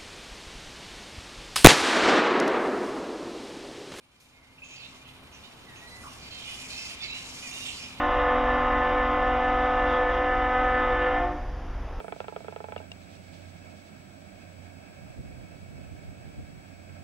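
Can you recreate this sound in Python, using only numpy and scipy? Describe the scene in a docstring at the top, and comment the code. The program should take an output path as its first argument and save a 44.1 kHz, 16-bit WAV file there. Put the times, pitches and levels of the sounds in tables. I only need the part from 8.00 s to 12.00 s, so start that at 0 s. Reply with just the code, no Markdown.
"""Freighter's horn across a ship canal

One long blast on a chord of four air horns that share an air line and tug at each other's pitch.
As the valve shuts they go sharp, dull and die. The near bank and the shore echo the chord
over the throb of the engines and the wash of wind and water."""
import sys
import numpy as np
from scipy import signal
from scipy.fft import rfft, irfft
from scipy.io import wavfile
from scipy.ndimage import uniform_filter1d

SR = 44100
rng = np.random.default_rng(int(sys.argv[2]) if len(sys.argv) > 2 else 0)


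def master_out(mix):
    """Clip the mix to full scale and print it as 16-bit PCM to the path in sys.argv[1]."""
    frames = np.transpose(np.atleast_2d(mix))
    ceiling = np.clip(frames, -1, 1)
    pcm = np.round(ceiling * 32767).astype(np.int16)
    wavfile.write(sys.argv[1], SR, pcm)


N = 176400


def amp(db):
    """Decibels to gain."""
    return 10 ** (np.asarray(db) / 20)


def unit_rms(x):
    """Scale to rms 1."""
    return x / np.sqrt(np.mean(x ** 2) + 1e-20)


def clock():
    """Sample times [s]."""
    return np.arange(N) / SR


def curve(rows, column=1):
    """Table column, interpolated in time."""
    rows = np.array(rows)
    return np.interp(clock(), rows[:, 0], rows[:, column])


def at_hz(rows, hz):
    """Table value, interpolated in log frequency."""
    f, value = np.transpose(rows)
    return np.interp(np.log(hz + 1), np.log(f + 1), value)


def wander(rate_hz, size=2048):
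    """Random drift of rms 1, rolling off above rate_hz."""
    hz = np.fft.rfftfreq(size, N / SR / size)
    slow = irfft(rfft(rng.standard_normal(size)) * (hz > 0) / (1 + (hz / rate_hz) ** 2))
    return np.interp(np.arange(N), np.linspace(0, N, size), unit_rms(slow))


def noise(spectrum, patchy_db, frame=1024):
    """Coloured stereo noise of rms 1 with drifting patches."""
    # left-right likeness (frequency [Hz], correlation [1])
    likeness = [(100, 1), (400, 1), (1000, 0.99), (2000, 0.96), (3500, 0.89), (5500, .7), (9000, .15),
                (14000, 0.23)]
    hz = np.fft.rfftfreq(frame, 1 / SR)
    a, b, c, d, patches = rng.standard_normal((N // 256 + 5, len(hz), 5)).T
    patches = unit_rms(uniform_filter1d(uniform_filter1d(patches, size=10, axis=0), size=16, axis=1))
    same = at_hz(likeness, hz)[:, None]
    left = a + 1j * b
    right = same * left + np.sqrt(1 - same ** 2) * (c + 1j * d)
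    bins = np.array([left, right]) * amp(at_hz(spectrum, hz)[:, None] + patchy_db * patches)
    return unit_rms(signal.istft(bins, nperseg=frame, noverlap=frame - frame // 4)[1][:, :N])


def diaphragm(hz, drift, jitter):
    """Diaphragm phase [rad]: drifts, trembles, goes sharp as the pressure drops."""
    shut_s, step_s, rise_per_step = 3.13, 0.1696, 0.02124
    rise = rise_per_step * np.clip((clock() - shut_s) / step_s, 0, 2)
    return 2 * np.pi * np.cumsum(hz * (1 + rise + drift * wander(5.6) + jitter * wander(55))) / SR


def horn(own, neighbour, tone, blow, leads, pull_rad, throb, rasp_db, end_s, fall_db_per_s):
    """Harmonics bent and pulsed at the beat with a neighbour; the top is raspiest and dies first."""
    fading_db, fading_rad = 1.49, 0.11  # moving air
    rasp_hz, rasp_db_per_oct = 38, 4.8  # turbulence
    dull_db_per_s_oct = 26
    beat = neighbour - own
    phase = own + pull_rad * np.sin(beat)
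    after_s = np.maximum(clock() - end_s, 0)
    level_db, tilt = curve(blow), curve(blow, column=2)
    out = np.zeros(N)
    for k, db in enumerate(tone, 1):
        held_db = leads[k] if db is None else db + level_db + tilt * np.log2(k / np.e) + fading_db * wander(5)
        gain = amp(held_db - after_s * (fall_db_per_s + dull_db_per_s_oct * np.log2(k)))
        turn = k * phase + fading_rad * wander(18) + 2 * np.pi * rng.random()
        rasp = amp(rasp_db + rasp_db_per_oct * np.log2(k))
        out += gain * (1 + rasp * wander(rasp_hz)) * np.cos(turn)
        out += gain * rasp * wander(rasp_hz) * np.sin(turn)
    return np.sqrt(2) * out * (1 + throb * np.cos(beat))


def low_horn(own, neighbour):
    """Lowest horn; its first three harmonics swell and dip separately."""
    # harmonics 1, 2, .. (level [dB]); None: own curve
    tone = [None, None, None, -40.5, -35, -43, -42.5, -45, -52, -61, -58.5, -58, -68, -65.5, -75]
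    # blowing (time [s], level [dB], tilt [dB/oct])
    blow = [(0, 0.5, -1.5), (.35, 1, -0.5), (0.599, 1, -0.5), (1, 1, 1.5), (1.45, 0, 0.5), (1.998, 1.5, 0),
            (2.3, -1, 2), (2.75, 1.5, 2), (3.14, -3.5, 3.5)]
    # fundamental (time [s], level [dB])
    root = [(0, -39.5), (.07, -42), (.13, -51.5), (.17, -44.5), (.22, -49.5), (.36, -37.5), (.78, -37),
            (.98, -41), (1.1, -36.5), (1.18, -43), (1.28, -38.5), (1.98, -38), (2.08, -50), (2.15, -40),
            (2.24, -43), (2.33, -40.5), (2.62, -40), (2.7, -44.5), (2.78, -40), (2.9, -43), (2.97, -56),
            (3.04, -46), (3.15, -44.5)]
    # leading harmonics (time [s], second [dB], third [dB])
    upper = [(0, -39, -31.5), (.2, -28.5, -32.5), (.3, -30.5, -32), (.5, -32, -31.5), (.7, -32, -30.5),
             (.8, -34.5, -32), (.98, -29.5, -31), (1.07, -32, -34), (1.2, -30, -28.5), (1.8, -29.5, -28.5),
             (1.95, -27, -36.5), (2.03, -26, -29), (2.1, -31, -39), (2.2, -27, -32), (2.4, -30, -29.5),
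             (2.76, -29, -30), (2.84, -30, -40.5), (2.92, -26, -29), (2.98, -33, -38), (3.07, -27, -33),
             (3.15, -30, -30)]
    leads = {1: curve(root), 2: curve(upper), 3: curve(upper, column=2)}
    return horn(own, neighbour, tone, blow, leads,
                pull_rad=0.063, throb=0.1, rasp_db=-27, end_s=3.156, fall_db_per_s=82)


def high_horn(own, neighbour):
    """Highest horn; its fifth harmonic swells between short dips."""
    # harmonics 1, 2, .. (level [dB]); None: own curve
    tone = [-43, None, None, -42, None, -47, -53, -52, -58, -64, -70.5]
    # blowing (time [s], level [dB], tilt [dB/oct])
    blow = [(0, -0.54, 0.72), (0.699, -0.37, 0.54), (1.1, -1.3, 1.1), (1.5, -1.3, -0.41),
            (2.1, -0.61, -1.5), (2.6, -1.8, -1), (3.08, 1.7, -0.27), (3.22, 1.3, -2.3)]
    # leading harmonics (time [s], second [dB], third [dB])
    upper = [(0, -36, -30.5), (0.449, -34, -35), (.65, -41, -32), (.95, -38.5, -35), (1.15, -36.5, -32.5),
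             (1.45, -36.5, -44.5), (1.8, -35, -39), (2.2, -36, -40), (2.6, -43.5, -49), (2.8, -40, -40),
             (3.06, -39.5, -42), (3.2, -32, -40), (3.24, -25, -36.5)]
    # fifth harmonic (time [s], level [dB])
    fifth = [(0, -39), (.12, -35.5), (.33, -36), (.43, -41.5), (.5, -29.5), (.6, -39.5), (.75, -33.5),
             (.88, -33), (.94, -39.5), (1.05, -34.5), (1.15, -43.5), (1.28, -38), (1.35, -38.5),
             (1.55, -35.5), (1.66, -39), (1.72, -34.5), (1.88, -32), (1.95, -37.5), (2.1, -33), (2.2, -42),
             (2.28, -32), (2.41, -38), (2.52, -30.5), (2.6, -44.5), (2.66, -34), (2.85, -33.5),
             (2.93, -36.5), (3.04, -33.5), (3.2, -35.5)]
    leads = {2: curve(upper), 3: curve(upper, column=2), 5: curve(fifth)}
    return horn(own, neighbour, tone, blow, leads,
                pull_rad=0.0085, throb=0.028, rasp_db=-27, end_s=3.212, fall_db_per_s=75.5)


def middle_horns(flat, sharp):
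    """Two horns almost in tune, beating at about 5.5 Hz."""
    # flat horn's harmonics 1, 2, .. (level [dB])
    flat_tone = [-46, -42, -38.5, -45, -50.5, -51.5, -56.5, -67, -60.5, -70, -69.5, -70, -66.5]
    # sharp horn's harmonics 1, 2, .. (level [dB])
    sharp_tone = [-38, -45.5, -42.5, -42.5, -47.5, -52.5, -54, -64.5, -64, -59, -67, -73.5, -70.5]
    # blowing (time [s], level [dB], tilt [dB/oct])
    blow = [(0, 3, 1.6), (.8, 0, 1), (1.5, -1.5, 1), (1.93, 0, 0.5), (2.3, -4.5, -1.8), (3, -2, 2.4),
            (3.22, -3.5, -1.5)]
    return (horn(flat, sharp, flat_tone, blow, leads=None,
                 pull_rad=0.15, throb=0.057, rasp_db=-29, end_s=3.27, fall_db_per_s=76)
            + horn(sharp, flat, sharp_tone, blow, leads=None,
                   pull_rad=0.29, throb=0.056, rasp_db=-29, end_s=3.234, fall_db_per_s=80.5))


def chord():
    """Four coupled horns: (tones, haze)."""
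    # low horn, sagging briefly (time [s], pitch [Hz])
    low_pitch = [(0, 250.8), (.05, 249), (.13, 251.3), (.28, 249.5), (.48, 251.6), (.68, 251.3),
                 (.78, 249.5), (.88, 251.4), (1, 251.9), (1.08, 250.7), (1.2, 251.6), (1.9, 251.6),
                 (2.1, 251.1), (2.2, 251.5), (2.75, 251.7), (2.92, 251.4), (3, 250), (3.08, 251.7),
                 (3.15, 252.2)]
    low = diaphragm(hz=curve(low_pitch), drift=0.00063, jitter=0.0023)
    high = diaphragm(hz=350.95, drift=0.0004, jitter=0.0008)
    flat = diaphragm(hz=288.9, drift=0.00026, jitter=0.0012)
    sharp = diaphragm(hz=294.4, drift=0.00048, jitter=0.0015)
    tones = low_horn(low, (flat + sharp) / 2) + high_horn(high, low) + middle_horns(flat, sharp)
    return tones, horn_haze(low)


def horn_haze(low_phase):
    """Noisy haze around the horns' harmonics, with a treble hiss that flares twice."""
    # body spectrum (frequency [Hz], relative density [dB])
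    body_tone = [(100, -32), (200, -17.5), (280, -8), (400, -18), (520, -3.5), (800, 0.5), (1000, -3.5),
                 (1250, 1.5), (1600, -6.5), (1780, 2.5), (2300, -15), (3000, -21.5), (4200, -42.5),
                 (15000, -80)]
    # treble spectrum (frequency [Hz], relative density [dB])
    treble_tone = [(1000, -39.5), (2200, -6.5), (2800, 0), (3300, 2), (3800, -4.5), (4400, -16),
                   (5600, -17), (7200, -31.5), (10500, -32.5), (15000, -38)]
    # flare spectrum (frequency [Hz], relative density [dB])
    flare_tone = [(2000, -41), (2900, -13.5), (3250, 2), (3500, -1), (4000, -19), (6000, -25),
                  (8000, -41.5), (15000, -50)]
    # haze levels (time [s], body [dB], treble [dB])
    levels = [(0, -38, -49), (.35, -36.5, -51.5), (.8, -36.5, -52), (1.3, -47.5, -53.5), (1.7, -45, -49.5),
              (1.93, -40.5, -49.5), (2.15, -40, -53.5), (2.4, -42.5, -55), (2.9, -40.5, -55),
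              (3.19, -39, -58.5)]
    # treble flares (time [s], half width [s], level [dB])
    flares = [(1.93, 0.056, -47), (2.14, .05, -50.5)]
    end_s, fall_db_per_s, chop_depth = 3.23, 64, 0.45
    fall_db = fall_db_per_s * np.maximum(clock() - end_s, 0)
    body = amp(curve(levels) - fall_db) * noise(body_tone, patchy_db=2.5)
    treble = amp(curve(levels, column=2) - fall_db) * noise(treble_tone, patchy_db=1.2)
    flare_gain = sum(amp(db) * np.exp(-((clock() - s) / width) ** 2) for s, width, db in flares)
    flare = flare_gain * noise(flare_tone, patchy_db=2.0)
    return body + (treble + flare) * (1 + chop_depth * np.cos(low_phase))


def bank_echo(x):
    """One smeared reflection off the near bank."""
    delay_s, smear_s = 0.11, 0.043
    t = np.arange(SR // 2) / SR
    taps = rng.standard_normal(len(t)) * np.exp(-((t - delay_s) / smear_s) ** 2)
    held = np.concatenate([x[SR:0:-1], x])
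    return signal.fftconvolve(held, unit_rms(taps) / np.sqrt(len(t)))[SR:SR + N]


def shore_echo(x):
    """Long diffuse echo, already ringing with the held chord; treble dies first."""
    # echo decay (frequency [Hz], t60 [s])
    t60 = [(250, 10), (500, 2), (800, 2.2), (1500, 1.3), (4000, 0.44)]
    # echo colour (frequency [Hz], relative level [dB])
    colour = [(250, 6), (330, -1.5), (500, 3.5), (800, -2), (1500, -5.5), (4000, 0.5)]
    hz, t, bins = signal.stft(rng.standard_normal(SR * 3 // 2), SR, nperseg=256)
    decay = amp(at_hz(colour, hz)[:, None] - 60 * t / at_hz(t60, hz)[:, None])
    tail = signal.istft(bins * decay, SR, nperseg=256)[1]
    f = np.fft.rfftfreq(len(tail), 1 / SR)
    tail /= np.sqrt(np.mean(abs(rfft(tail))[(f > 250) & (f < 2000)] ** 2))  # unit midband gain
    held = np.concatenate([x[SR:0:-1] * np.hanning(SR), x])
    return signal.fftconvolve(held, tail)[SR:SR + N]


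def engines():
    """Deep steady lines, beating into a slow throb."""
    # engine lines (multiple of the cycle rate [1], level [dB])
    lines = [(6, -41.5), (7, -43), (11, -38), (12, -42.5), (13, -61), (15, -55), (16, -52.5), (17, -43.5),
             (18, -44.5), (19, -52), (20, -57), (23, -55.5), (24.7, -57), (27, -59), (29, -59), (30, -52),
             (47.5, -61.5)]
    cycle_hz = 3.622
    turn = 2 * np.pi * np.cumsum(cycle_hz * (1 + 0.0005 * wander(0.9))) / SR
    return np.sqrt(2) * sum(amp(db + 0.5 * wander(2.2)) * np.cos(k * turn + 2 * np.pi * rng.random())
                            for k, db in lines)


def wash():
    """Steady noise of wind and water."""
    # wash spectrum (frequency [Hz], relative density [dB])
    spectrum = [(10, -7.5), (30, -2.5), (70, -9.5), (130, -3.5), (200, -7.5), (400, -9), (800, -5.5),
                (1300, -12.5), (2000, -18.5), (3000, -25), (4000, -31), (5200, -29.5), (6500, -35),
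                (7500, -43.5), (10000, -42), (12000, -49.5), (15000, -50.5)]
    return amp(-43.5) * noise(spectrum, patchy_db=1)


def scene():
    """Horns and echoes over engines, wind and water."""
    left_lag_s = 2.2e-5
    tones, haze = chord()
    horns = tones + amp(-15) * bank_echo(tones) + amp(-19.5) * shore_echo(tones)
    left = np.interp(clock() - left_lag_s, clock(), horns)
    return np.array([left, horns]) + haze + engines() + wash()


def record(dry):
    """Two dips in the microphone's treble, then the band limit."""
    # microphone dips (centre [Hz], half width [Hz], depth [dB])
    dips = [(4204, 140, 16), (8280, 860, 15.5)]
    edge_hz = 15250
    padded = np.pad(dry, ((0, 0), (SR, SR)), "reflect", reflect_type="odd")
    hz = np.fft.rfftfreq(padded.shape[1], 1 / SR)
    loss_db = sum(db * np.exp(-((hz - f) / width) ** 2) for f, width, db in dips)
    heard = irfft(rfft(padded) * amp(-loss_db))
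    lowpass = signal.firwin(511, edge_hz, window=("kaiser", 9), fs=SR)
    return signal.oaconvolve(heard, lowpass[None], "same")[:, SR:SR + N]


dry = scene()
out = record(dry)
master_out(out)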